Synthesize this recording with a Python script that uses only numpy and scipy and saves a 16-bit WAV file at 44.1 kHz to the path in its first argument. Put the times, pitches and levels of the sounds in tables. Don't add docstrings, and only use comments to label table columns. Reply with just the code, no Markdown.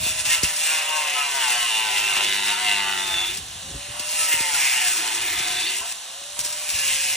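import sys
import numpy as np
from scipy import signal
from scipy.fft import rfft, irfft, next_fast_len
from scipy.io import wavfile
from scipy.ndimage import uniform_filter1d

SR = 44100
rng = np.random.default_rng(int(sys.argv[2]) if len(sys.argv) > 2 else 0)


def dump_mix(stems):
    frames = np.atleast_2d(stems).T
    limited = np.clip(frames, -1, 1)
    pcm = np.round(limited * 32767).astype(np.int16)
    wavfile.write(sys.argv[1], SR, pcm)


N = 315749
T = np.arange(N) / SR
SIZE = next_fast_len(N)
HZ = np.arange(SIZE // 2 + 1) * SR / SIZE


def undb(db):
    return 10 ** (np.asarray(db) / 20)


def unit(x):
    return x / np.sqrt(np.mean(x ** 2))


def curve(rows):
    s, *columns = np.transpose(rows)
    return [np.interp(T, s, c) for c in columns]


def over_hz(rows, hz):
    f, v = np.transpose(rows)
    return np.interp(np.log(hz + 1), np.log(f + 1), v)


def walk(rate_hz):
    k = int(SR / rate_hz)
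    steps = np.repeat(rng.standard_normal(N // k + 1), k)
    return 1.31 * uniform_filter1d(uniform_filter1d(steps, k), k)[:N]


def colour(x, rows):
    return unit(irfft(rfft(x, SIZE) * undb(over_hz(rows, HZ)), SIZE)[:N])


def resonate(x, hz, width_hz):
    return signal.lfilter(*signal.iirpeak(hz, hz / width_hz, SR), x)


def ring(x, modes, wander_db, rate_hz):
    total = 0
    for k, (hz, width_hz, db) in enumerate(modes):
        level = undb(db + wander_db * walk(rate_hz))
        total = total + (-1) ** k * level * resonate(x, hz, width_hz)
    return unit(total)


# time in seconds, speed in turns per second.
LOADED_SPEED = [(0, 633), (.4, 614), (.5, 604), (.93, 576), (1.17, 539), (1.39, 497), (1.49, 453),
                (1.62, 443), (1.73, 410), (1.85, 406), (1.97, 386), (2.09, 385), (2.17, 364), (2.27, 381),
                (2.42, 369), (2.62, 393), (2.79, 367), (3.06, 360), (3.25, 345), (3.31, 353), (4.15, 608),
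                (4.25, 598), (4.4, 567), (4.84, 446), (4.98, 419), (5.2, 397), (5.3, 384), (5.62, 380),
                (5.68, 372), (5.81, 400), (6.4, 592), (6.64, 601), (6.77, 590), (6.93, 553), (7.16, 550)]
# start in seconds, end in seconds.
LIFT_SPELLS = [(3.31, 4.15), (5.81, 6.4)]
FREE_HZ, SPIN_UP_S = 629, .32


def armature_hz():
    hz = curve(LOADED_SPEED)[0]
    for start, end in LIFT_SPELLS:
        lack = FREE_HZ - hz[int(start * SR)]
        spin_up = FREE_HZ - lack * np.exp(-(T - start) / SPIN_UP_S)
        hz = np.where((T > start) & (T < end), spin_up, hz)
    return uniform_filter1d(hz, size=SR // 30)


# time in seconds, level of the frame's ring in dB,
# its deep part in dB over that ring, grit hiss in dB over that ring.
CUT_LEVELS = [(0, -36.5, 2, 13), (.17, -36, -0.5, 8.5), (.42, -36.5, 5, 5.5), (.58, -32.5, -3, 11.5),
              (.7, -27.5, -4.5, 7), (.85, -29, -1, 3.5), (.94, -31, 2.5, 6), (1.12, -30.5, -1.5, 0),
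              (1.3, -30, 2, 6), (1.5, -27.5, -1, 7), (1.75, -29, -4, 5.5), (2.0, -28, -4, 2.5),
              (2.45, -28, -4.5, 4), (2.58, -30.5, -2, 4.5), (2.75, -27, -5, 3), (2.88, -30.5, -0.5, 2.5),
              (3.05, -31, -2, 5), (3.24, -29.5, -4, 2), (3.31, -31, -11, 2.5), (3.37, -32.5, -17, 1),
              (3.42, -37, -31, -60), (3.6, -50, -14, -6), (3.8, -34, -33, -17), (3.95, -34, 4, 0),
              (4.1, -33.5, -1.5, 14), (4.29, -29.5, -4.5, 6), (4.53, -28.5, -3, 9.5),
              (4.63, -23.5, -7, 3.5), (4.84, -23.5, -9, 2), (4.95, -27.5, -5.5, 4.5),
              (5.2, -27.5, -5.5, 1.5), (5.5, -27, -4.5, 2), (5.68, -28, -7.5, 2), (5.77, -30.5, -9, 8),
              (5.83, -34, 6, 7), (5.92, -33.5, -8, 11), (5.96, -36.5, -34, -14), (6.3, -53, -10, -19),
              (6.37, -33.5, 1, -13), (6.44, -34.5, 4.5, 18), (6.68, -33.5, -3.5, 10),
              (6.85, -26.5, -11.5, 7), (7.0, -30.5, -12.5, 10), (7.16, -30, -8.5, 9)]
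# centre in seconds, half length in seconds, dB added to the ring.
BITE_EVENTS = [(0.091, 0.096, 5.5), (0.203, 0.02, 6), (0.262, 0.014, 5.5), (0.332, 0.06, 12),
               (0.446, 0.023, 6.5), (0.48, 0.055, 4), (1.005, 0.07, 3.5), (1.079, 0.0099, 5),
               (1.187, 0.063, 4.5), (1.974, 0.026, 3), (2.157, 0.041, 3), (2.23, 0.036, 1.5),
               (2.493, 0.03, 2), (2.683, 0.024, 1.5), (4.213, 0.019, 2.5), (4.334, 0.019, 4.5),
               (4.41, 0.033, 2.5), (4.553, 0.014, 1.5), (5.671, 0.012, 2), (6.84, 0.048, -2)]
# time in seconds, share 0-1 of the scrape that
# comes back alike each turn, wobble in dB over the ring.
SEAT_CURVE = [(0, 0.02, -42), (.7, 0.43, -52), (.95, 0.56, -48), (1.2, 0.4, -30), (1.6, 0.92, -26),
              (2.15, 0.4, -21), (2.3, 0.56, -14.5), (2.7, 0.8, -19.5), (3.08, 0.42, -14),
              (3.3, 0.31, -16.5), (3.4, 0.06, -66), (4.25, 0.3, -26), (4.5, 0.3, -45), (4.7, 0.17, -60),
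              (5, 0.1, -15), (5.7, 0.09, -18), (6, 0.37, -53), (7.16, 0.46, -97)]
BITE_DEEP, BITE_GRIT = 0.31, 1
WANDER_DB = -0.05
GEAR = 3.7
MOTOR_DB = -34


def cut(hz, motor_share):
    turns = np.cumsum(hz) / SR / GEAR
    ring_db, deep_db, grit_db = curve(CUT_LEVELS)
    bite_db = WANDER_DB * walk(25)
    for s, half_s, db in BITE_EVENTS:
        bite_db = bite_db + db * np.exp(-((T - s) / half_s) ** 2)
    ring_db = ring_db + bite_db
    deep_db = deep_db - (1 - BITE_DEEP) * bite_db
    grit_db = grit_db - (1 - BITE_GRIT) * bite_db
    share, wobble_db = curve(SEAT_CURVE)
    share = np.clip(share, 0, 1)
    grains = unit(rng.standard_normal(N) * undb(2.15 * np.minimum(rng.exponential(size=N), 6)))

    parts = frame(turns, share, grains, ring_db + wobble_db, deep_db)
    parts = parts + gear_whistle(hz, turns, share, wobble_db)
    parts = parts + disc_wobble(turns, share, grains, wobble_db)
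    parts = parts + undb(grit_db) * grit_hiss(turns, grains)
    contact = np.sqrt(np.clip(1 - motor_share * undb(MOTOR_DB - ring_db) ** 2, 0, 1))
    return contact * undb(ring_db) * parts


# frequency in Hz, width in Hz, level in dB.
DEEP_MODES = [(368, 48, -2), (719, 33, -1), (892, 75, -0.5), (1029, 125, -3.5), (1288, 144, -5.5),
              (1541, 55, -3)]
HIGH_MODES = [(1705, 233, -2), (2074, 184, 6), (2477, 133, 5), (2960, 266, 5.5)]
TOP_MODES = [(3501, 73, 7), (3830, 320, 2.5), (4045, 78, 1.5), (4450, 100, 3)]
MAIN_MODES = [(2660, 170, 0), (2830, 190, 0)]
# time in seconds, level in dB over the rest of the ring.
TOP_LEVEL = [(0, 5), (.3, -7), (.6, -3.5), (1.2, -6.5), (1.9, -3), (2.5, -3), (3.0, -4.5), (3.3, -1.5),
             (3.5, -8), (4.2, -24), (4.6, -11), (4.9, -13), (5.1, -7.5), (5.4, -3), (5.7, 2), (5.85, -16),
             (6.4, -27), (6.8, -22), (7.16, -9)]
# time in seconds, level in dB over the rest of the ring.
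MAIN_LEVEL = [(0, 2.5), (.35, -2), (.6, -4), (1.0, 0.5), (1.4, -6.5), (1.9, -3), (2.3, -7), (2.75, -1.5),
              (3.2, -10), (3.6, -12), (4.15, 0), (4.6, -8), (4.9, -9), (5.15, -22), (5.5, -20),
              (5.67, -2.5), (5.9, -2), (6.4, -28), (6.7, -4), (6.9, -2.5), (7.16, -6)]
THROB, TOP_THROB = 0.025, 0.29
KNOCK, KNOCK_DOUBLES_DB = 4.3, -42


def frame(turns, share, grains, wobble_level_db, deep_db):
    knock = KNOCK * (1 + undb(wobble_level_db - KNOCK_DOUBLES_DB))
    rim_high = rim(turns, knock, knock_scatter_db=3.5, memory=.84)
    rim_deep = rim(turns, knock, knock_scatter_db=3.5, memory=.93)
    share_high = np.clip(.9 * share, 0, 1)
    share_deep = np.clip(1 - (1 - share) ** 1.7, 0, 1)
    stiff = [(100, -28), (300, -19.5), (600, 12.5)]
    jolt = undb(0.75 * walk(60))

    def force(edge, repeating):
        return colour((np.sqrt(repeating) * edge + np.sqrt(1 - repeating) * grains) * jolt, stiff)

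    force_high, force_deep = force(rim_high, share_high), force(rim_deep, share_deep)
    high = ring(force_high, HIGH_MODES, 1.3, 11)
    deep = ring(force_deep, DEEP_MODES, 1.3, 11)
    top = ring(force_high, TOP_MODES, 1.3, 11)
    main = ring(force_high, MAIN_MODES, 1.3, 11)
    beat = np.cos(2 * np.pi * turns)
    sound = (high + undb(curve(MAIN_LEVEL)[0]) * main) * (1 + THROB * beat)
    sound = sound + undb(deep_db) * deep
    sound = sound + undb(curve(TOP_LEVEL)[0]) * top * (1 + TOP_THROB * beat)
    return sound + undb(-9.5) * ring(force_high, [(3220, 1900, 0)], 3.2, 20)


def rim(turns, knock, knock_scatter_db, memory, count=128):
    rows = int(turns[-1]) + 2
    fresh = rng.standard_normal((rows, count))
    bumps = signal.lfilter([np.sqrt(1 - memory ** 2)], [1, -memory], fresh, axis=0)
    scatter = undb(knock_scatter_db * rng.standard_normal(rows))
    bumps[:, 0] += np.interp(np.arange(rows), turns, knock) * scatter
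    return unit(np.interp(turns * count, np.arange(rows * count), bumps.ravel() - bumps.mean()))


# frequency in Hz, level in dB per Hz.
GRIT_SPECTRUM = [(1000, -20), (2500, -6), (4200, -3), (5200, 0), (7000, -1), (8400, 1), (10300, -2.5),
                 (11300, -2), (12000, -4), (13000, -3.5), (14000, -2.5), (15500, 0)]
# frequency in Hz, width in Hz, level in dB.
DISC_MODES = [(5300, 60, 12), (6300, 43, 8), (7500, 120, 8), (8680, 1060, 13.5), (9740, 420, 13),
              (13400, 1200, 17), (14800, 250, -4)]
DISC_DB = -7


def grit_hiss(turns, grains):
    hiss = colour(grains, GRIT_SPECTRUM) + undb(DISC_DB) * ring(grains[::-1], DISC_MODES, 4.0, 14)
    flicker = undb(1.48 * walk(90) + 0.67 * walk(7))
    return hiss * (1 + 0.23 * np.cos(2 * np.pi * turns)) * flicker


# multiple of the disc speed, level in dB.
WOBBLE_PARTIALS = [(1, -4), (2, -1.5), (3, -6), (4, -2)]
# frequency in Hz, width in Hz, level in dB.
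BEAM_MODES = [(340, 28, 0)]


def disc_wobble(turns, share, grains, wobble_db):
    slip = turns + 0.066 * (1 - share) ** 2 * walk(50)
    tones = 0
    for k, db in WOBBLE_PARTIALS:
        tones = tones + undb(db + 3.5 * walk(4.7)) * np.sin(2 * np.pi * np.round(k) * slip)
    boom = 0.62 * (1 - share) * ring(grains, BEAM_MODES, 1.9, 27)
    return undb(wobble_db) * (share * tones + boom)


PINION_TEETH = 10
MESH_DB = 4
MESH_PEAK_DB, MESH_PEAK_HZ, MESH_WIDTH_HZ = 16, 3510, 130
MESH_SMEAR_RAD = 6.0


def gear_whistle(hz, turns, share, wobble_db):
    off_peak = (PINION_TEETH * hz - MESH_PEAK_HZ) / MESH_WIDTH_HZ
    mesh_db = wobble_db + MESH_DB + MESH_PEAK_DB * np.exp(-off_peak ** 2)
    blur = .5 * walk(150) + MESH_SMEAR_RAD * (1 - share) ** 5 * walk(370)
    tone = np.sqrt(2) * np.sin(2 * np.pi * PINION_TEETH * GEAR * turns + blur)
    return undb(mesh_db + 0.95 * walk(25.36)) * tone


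# start in seconds, envelope level in dB before the rise, t60 in seconds.
SNAG_EVENTS = [(0.031, -21, .12), (0.188, -26, .1), (0.2518, -18, 0.056), (0.299, -16, .1),
               (0.321, -19, .12), (0.431, -12, 0.1), (0.5615, -20, .12), (0.604, -27, .1),
               (0.9634, -27, .1), (1.096, -20, .1), (3.371, -20.5, 0.095), (3.9945, -19, .1),
               (4.3105, -28, 0.11), (4.602, -28, .1), (5.2145, -19, .1), (5.388, -17.5, 0.092),
               (5.922, -15, 0.024), (6.382, -36, 0.092), (6.3906, -11, 0.028), (6.399, -17, .03),
               (6.404, -19, .03), (6.411, -17, 0.033), (6.436, -26, .12), (6.4477, -19, 0.046),
               (6.461, -22, .04), (6.474, -25, 0.045), (6.525, -22, .08), (6.69, -16, .04),
               (6.701, -14, 0.033), (6.788, -17, .05)]
SNAG_RISE_S = 0.00075


def snags():
    size, t = np.zeros(N), T[:SR // 4]
    for s, db, t60_s in SNAG_EVENTS:
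        start = int(s * SR)
        rise = 1 - np.exp(-t / SNAG_RISE_S)
        size[start:start + len(t)] += undb(db) * rise * np.exp(-np.log(1000) * t / t60_s)
    return size * colour(rng.standard_normal(N), GRIT_SPECTRUM)


# centre in seconds, half length in seconds, frequency in Hz, level at the centre in dB rms.
SING_EVENTS = [(0.313, 0.017, 1856, -28), (0.34, 0.024, 2140, -29), (0.982, 0.064, 925, -28.5),
               (1.03, .05, 1064, -32), (1.27, 0.043, 980, -31), (1.65, .06, 1062, -36),
               (1.198, 0.043, 1290, -28), (1.844, 0.17, 991, -33.5), (2.536, 0.04, 915, -30),
               (2.564, 0.034, 1344, -35), (2.86, .08, 1175, -38), (4.238, 0.055, 1305, -33),
               (4.333, 0.016, 2090, -28), (4.554, 0.0098, 1410, -27), (5.46, 0.15, 722, -41.5),
               (5.82, 0.013, 1040, -38)]
SING_BLUR_RAD = 0.55


def sings():
    blur = SING_BLUR_RAD * walk(120)
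    notes = 0
    for s, half_s, hz, db in SING_EVENTS:
        swell = undb(db) * np.exp(-((T - s) / half_s) ** 2)
        notes = notes + swell * np.sin(2 * np.pi * hz * T + blur)
    return np.sqrt(2) * notes


# frequency in Hz, level in dB per Hz.
MOTOR_SPECTRUM = [(150, -20), (300, -19), (450, -17), (700, -2), (1100, -4.5), (1500, -7), (1900, -8),
                  (2300, -11.5), (2600, -5), (2900, 0), (3300, -3.5), (3800, 0), (4500, -6), (8000, -5),
                  (10500, -8), (12000, -12), (14500, -11), (15600, -6)]
# multiple of the armature speed,
# base level in dB rms, wander in dB, blur in radians.
WHINE_TONES = [(1, -48.5, 1, .1), (15, -42.5, 1.5, .1), (30, -49, 3, 1.1)]
# frequency in Hz, gain in dB.
CASING_GAIN = [(340, -1.5), (400, -2), (470, -26), (525, -2.5), (570, 5), (620, 2)]
# time in seconds, unbalance in dB, fan and brushes in dB.
TURNED_GAIN = [(0, 3.5, -3), (.6, -0.5, -3), (1.3, 0.5, 0), (3.3, 0, -10), (3.6, -6, -3), (3.85, -2, 1),
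               (4.1, 3, 5), (4.5, -1.5, 1), (5.8, 0.5, -9), (6.1, -8, -6), (6.35, -2.5, -1), (6.45, -1, -6),
               (7.16, -3.5, -4)]
FAN_POWER = 3


def motor(hz):
    air = colour(rng.standard_normal(N), MOTOR_SPECTRUM)
    air = undb(MOTOR_DB + 0.43 * walk(13)) * (hz / 600) ** 0.064 * air
    spin = np.cumsum(hz) / SR
    shake = 1 + 4 * np.clip((curve(CUT_LEVELS)[0] - MOTOR_DB - 3) / 6, 0, 1)
    tones = []
    for k, db, wander_db, blur_rad in WHINE_TONES:
        phase = 2 * np.pi * k * spin + blur_rad * shake * walk(500)
        tones.append(undb(db + wander_db * walk(10)) * np.sin(phase))
    unbalance_db, fan_db = curve(TURNED_GAIN)
    unbalance = tones[0] * undb(over_hz(CASING_GAIN, hz) + unbalance_db)
    fan_and_brushes = undb(fan_db) * (hz / FREE_HZ) ** FAN_POWER * sum(tones[1:])
    return air + np.sqrt(2) * (unbalance + fan_and_brushes)


# time in seconds, click level in dB.
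TICK_EVENTS = [(3.4845, -24), (3.5126, -24), (3.573, -26), (3.6309, -23), (3.6663, -28), (3.7057, -22),
               (3.8314, -26), (6.0062, -28), (6.0635, -28), (6.2392, -21), (6.272, -27), (6.3225, -22)]
# frequency in Hz, width in Hz, level in dB.
HOUSING_MODES = [(3700, 900, -6), (6050, 600, 0)]
RATTLE_PER_S, RATTLE_DB = 70, -35


def rattle():
    when, size = rng.random(N), rng.exponential(size=N)
    clicks = (when < RATTLE_PER_S / SR) * undb(RATTLE_DB + 3.0 * np.minimum(size, 3))
    s, db = np.transpose(TICK_EVENTS)
    clicks[(s * SR).astype(int)] = undb(db)
    sound = 0
    for hz, width_hz, mode_db in HOUSING_MODES:
        gain = undb(mode_db) * SR / (2 * np.pi * width_hz)
        sound = sound + gain * resonate(clicks, hz, width_hz)
    return sound


# time in seconds, level in dB.
WIND_LEVEL = [(0, -38), (.3, -51.5), (.5, -52), (.7, -82), (1.7, -87), (1.95, -58), (2.6, -66), (3.05, -54),
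              (3.2, -52), (3.4, -45.5), (3.52, -47), (3.6, -49), (3.72, -45), (3.84, -53), (4.0, -56),
              (4.2, -63), (4.6, -59), (5.0, -72), (5.3, -50.5), (5.65, -54), (5.75, -112), (6.3, -64),
              (6.7, -63), (7.16, -55.5)]
# start in seconds, thump level in dB,
# peak of the following rumble's envelope in dB.
PUFF_EVENTS = [(0.063, -29, -53), (0.431, -15.5, -36), (2.168, -33, -62), (3.131, -39, -40),
               (3.264, -52, -57), (3.4, -37, -46), (3.661, -47, -45), (3.698, -44, -42), (3.742, -31, -29),
               (3.885, -37, -44), (3.998, -31, -57), (4.337, -29, -56), (4.403, -24.5, -61),
               (4.532, -40, -46), (4.749, -49, -54), (5.4, -30, -60), (5.498, -34, -57), (5.803, -39, -53),
               (5.91, -95, -68), (6.215, -44, -85), (6.386, -35, -48), (6.455, -37, -66), (6.73, -41, -42),
               (6.875, -38, -48), (6.92, -48, -56), (7.05, -57, -61)]
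PUFF_S = 0.0176
PUFF_END_HZ, PUFF_DROP_HZ, PUFF_DROP_S = 55, 627 * 0.233 / 0.21, 0.21 * PUFF_S
RUMBLE_S, RUMBLE_HZ, RUMBLE_LOOSE = 0.012, 55, 0.74


def wind():
    lumps = rng.standard_normal(N) * undb(2.5 * walk(40))
    size, thumps = undb(curve(WIND_LEVEL)[0]), 0
    for s, db, rumble_db in PUFF_EVENTS:
        t = np.clip(T - s, 0, 1)
        swell = undb(rumble_db) * t / RUMBLE_S * np.exp(1 - t / RUMBLE_S)
        size = size + RUMBLE_LOOSE * swell
        thumps = thumps + swell * np.sin(2 * np.pi * RUMBLE_HZ * t)
        cycles = PUFF_END_HZ * t + PUFF_DROP_HZ * PUFF_DROP_S * (1 - np.exp(-t / PUFF_DROP_S))
        pulse = 2.3 * (t / PUFF_S) ** .5 * np.exp(-t / PUFF_S * 3.65)
        thumps = thumps + undb(db) * pulse * np.sin(2 * np.pi * cycles)
    low = [(20, -41), (38, -14.0), (55, -1), (90, -1.0), (130, -4), (250, -15.0), (500, -22.0), (2000, -70)]
    return thumps + size * colour(lumps, low)


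def scene():
    hz = armature_hz()
    near = cut(hz, motor_share=0.82) + snags() + sings() + motor(hz) + rattle() + wind()
    return np.array([near, near])


# frequency in Hz, loss in dB.
CHANNEL_LOSS = [(250, 0), (400, 1.5), (620, 8), (760, 6), (900, 14), (1030, 7), (1180, 9), (1400, 5),
                (1550, 0)]
# frequency in Hz, phase lag in radians.
CHANNEL_PHASE = [(0, 0), (260, -.14), (500, .3), (780, .5), (900, -.5), (1050, -.1), (1290, -1.3),
                 (1550, 0), (1900, 0), (2580, 1.15), (3300, .35), (3800, .15), (4200, .4), (4780, 2.7),
                 (4880, np.pi), (4960, 3.6), (5250, 2 * np.pi), (5650, 2 * np.pi), (6800, 7.3),
                 (10500, 8.7), (12000, 3 * np.pi)]
# frequency in Hz, share 0-1 that is alike in both channels.
CHANNEL_SHARED = [(300, .99), (600, .7), (1200, .62), (1600, 1), (2300, .8), (4000, .8), (4400, .5),
                  (4800, .95), (4920, .99), (5050, .55), (5300, 1), (5650, 1), (6000, .55), (9500, .45),
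                  (11500, .6), (12000, 1)]
BOTTOM_HZ, TOP_HZ = 36.2, 15850


def record(dry):
    alike = over_hz(CHANNEL_SHARED, HZ)
    f, lag_rad = np.transpose(CHANNEL_PHASE)
    noise = rng.standard_normal(9000) * np.exp(-np.arange(9000) / 2500)
    side = np.sign(rfft(noise, SIZE).real)
    path = np.sqrt(alike) + 1j * np.sqrt(1 - alike) * side
    path = path * undb(-over_hz(CHANNEL_LOSS, HZ)) * np.exp(-1j * np.interp(HZ, f, lag_rad))
    right = irfft(rfft(dry[1], SIZE) * path, SIZE)[:N]
    low_cut = signal.butter(2, BOTTOM_HZ, "high", fs=SR, output="sos")
    high_cut = signal.ellip(10, .2, 80, TOP_HZ, fs=SR, output="sos")
    return signal.sosfilt(high_cut, signal.sosfilt(low_cut, np.array([dry[0], right])))


dry = scene()
out = record(dry)
dump_mix(out)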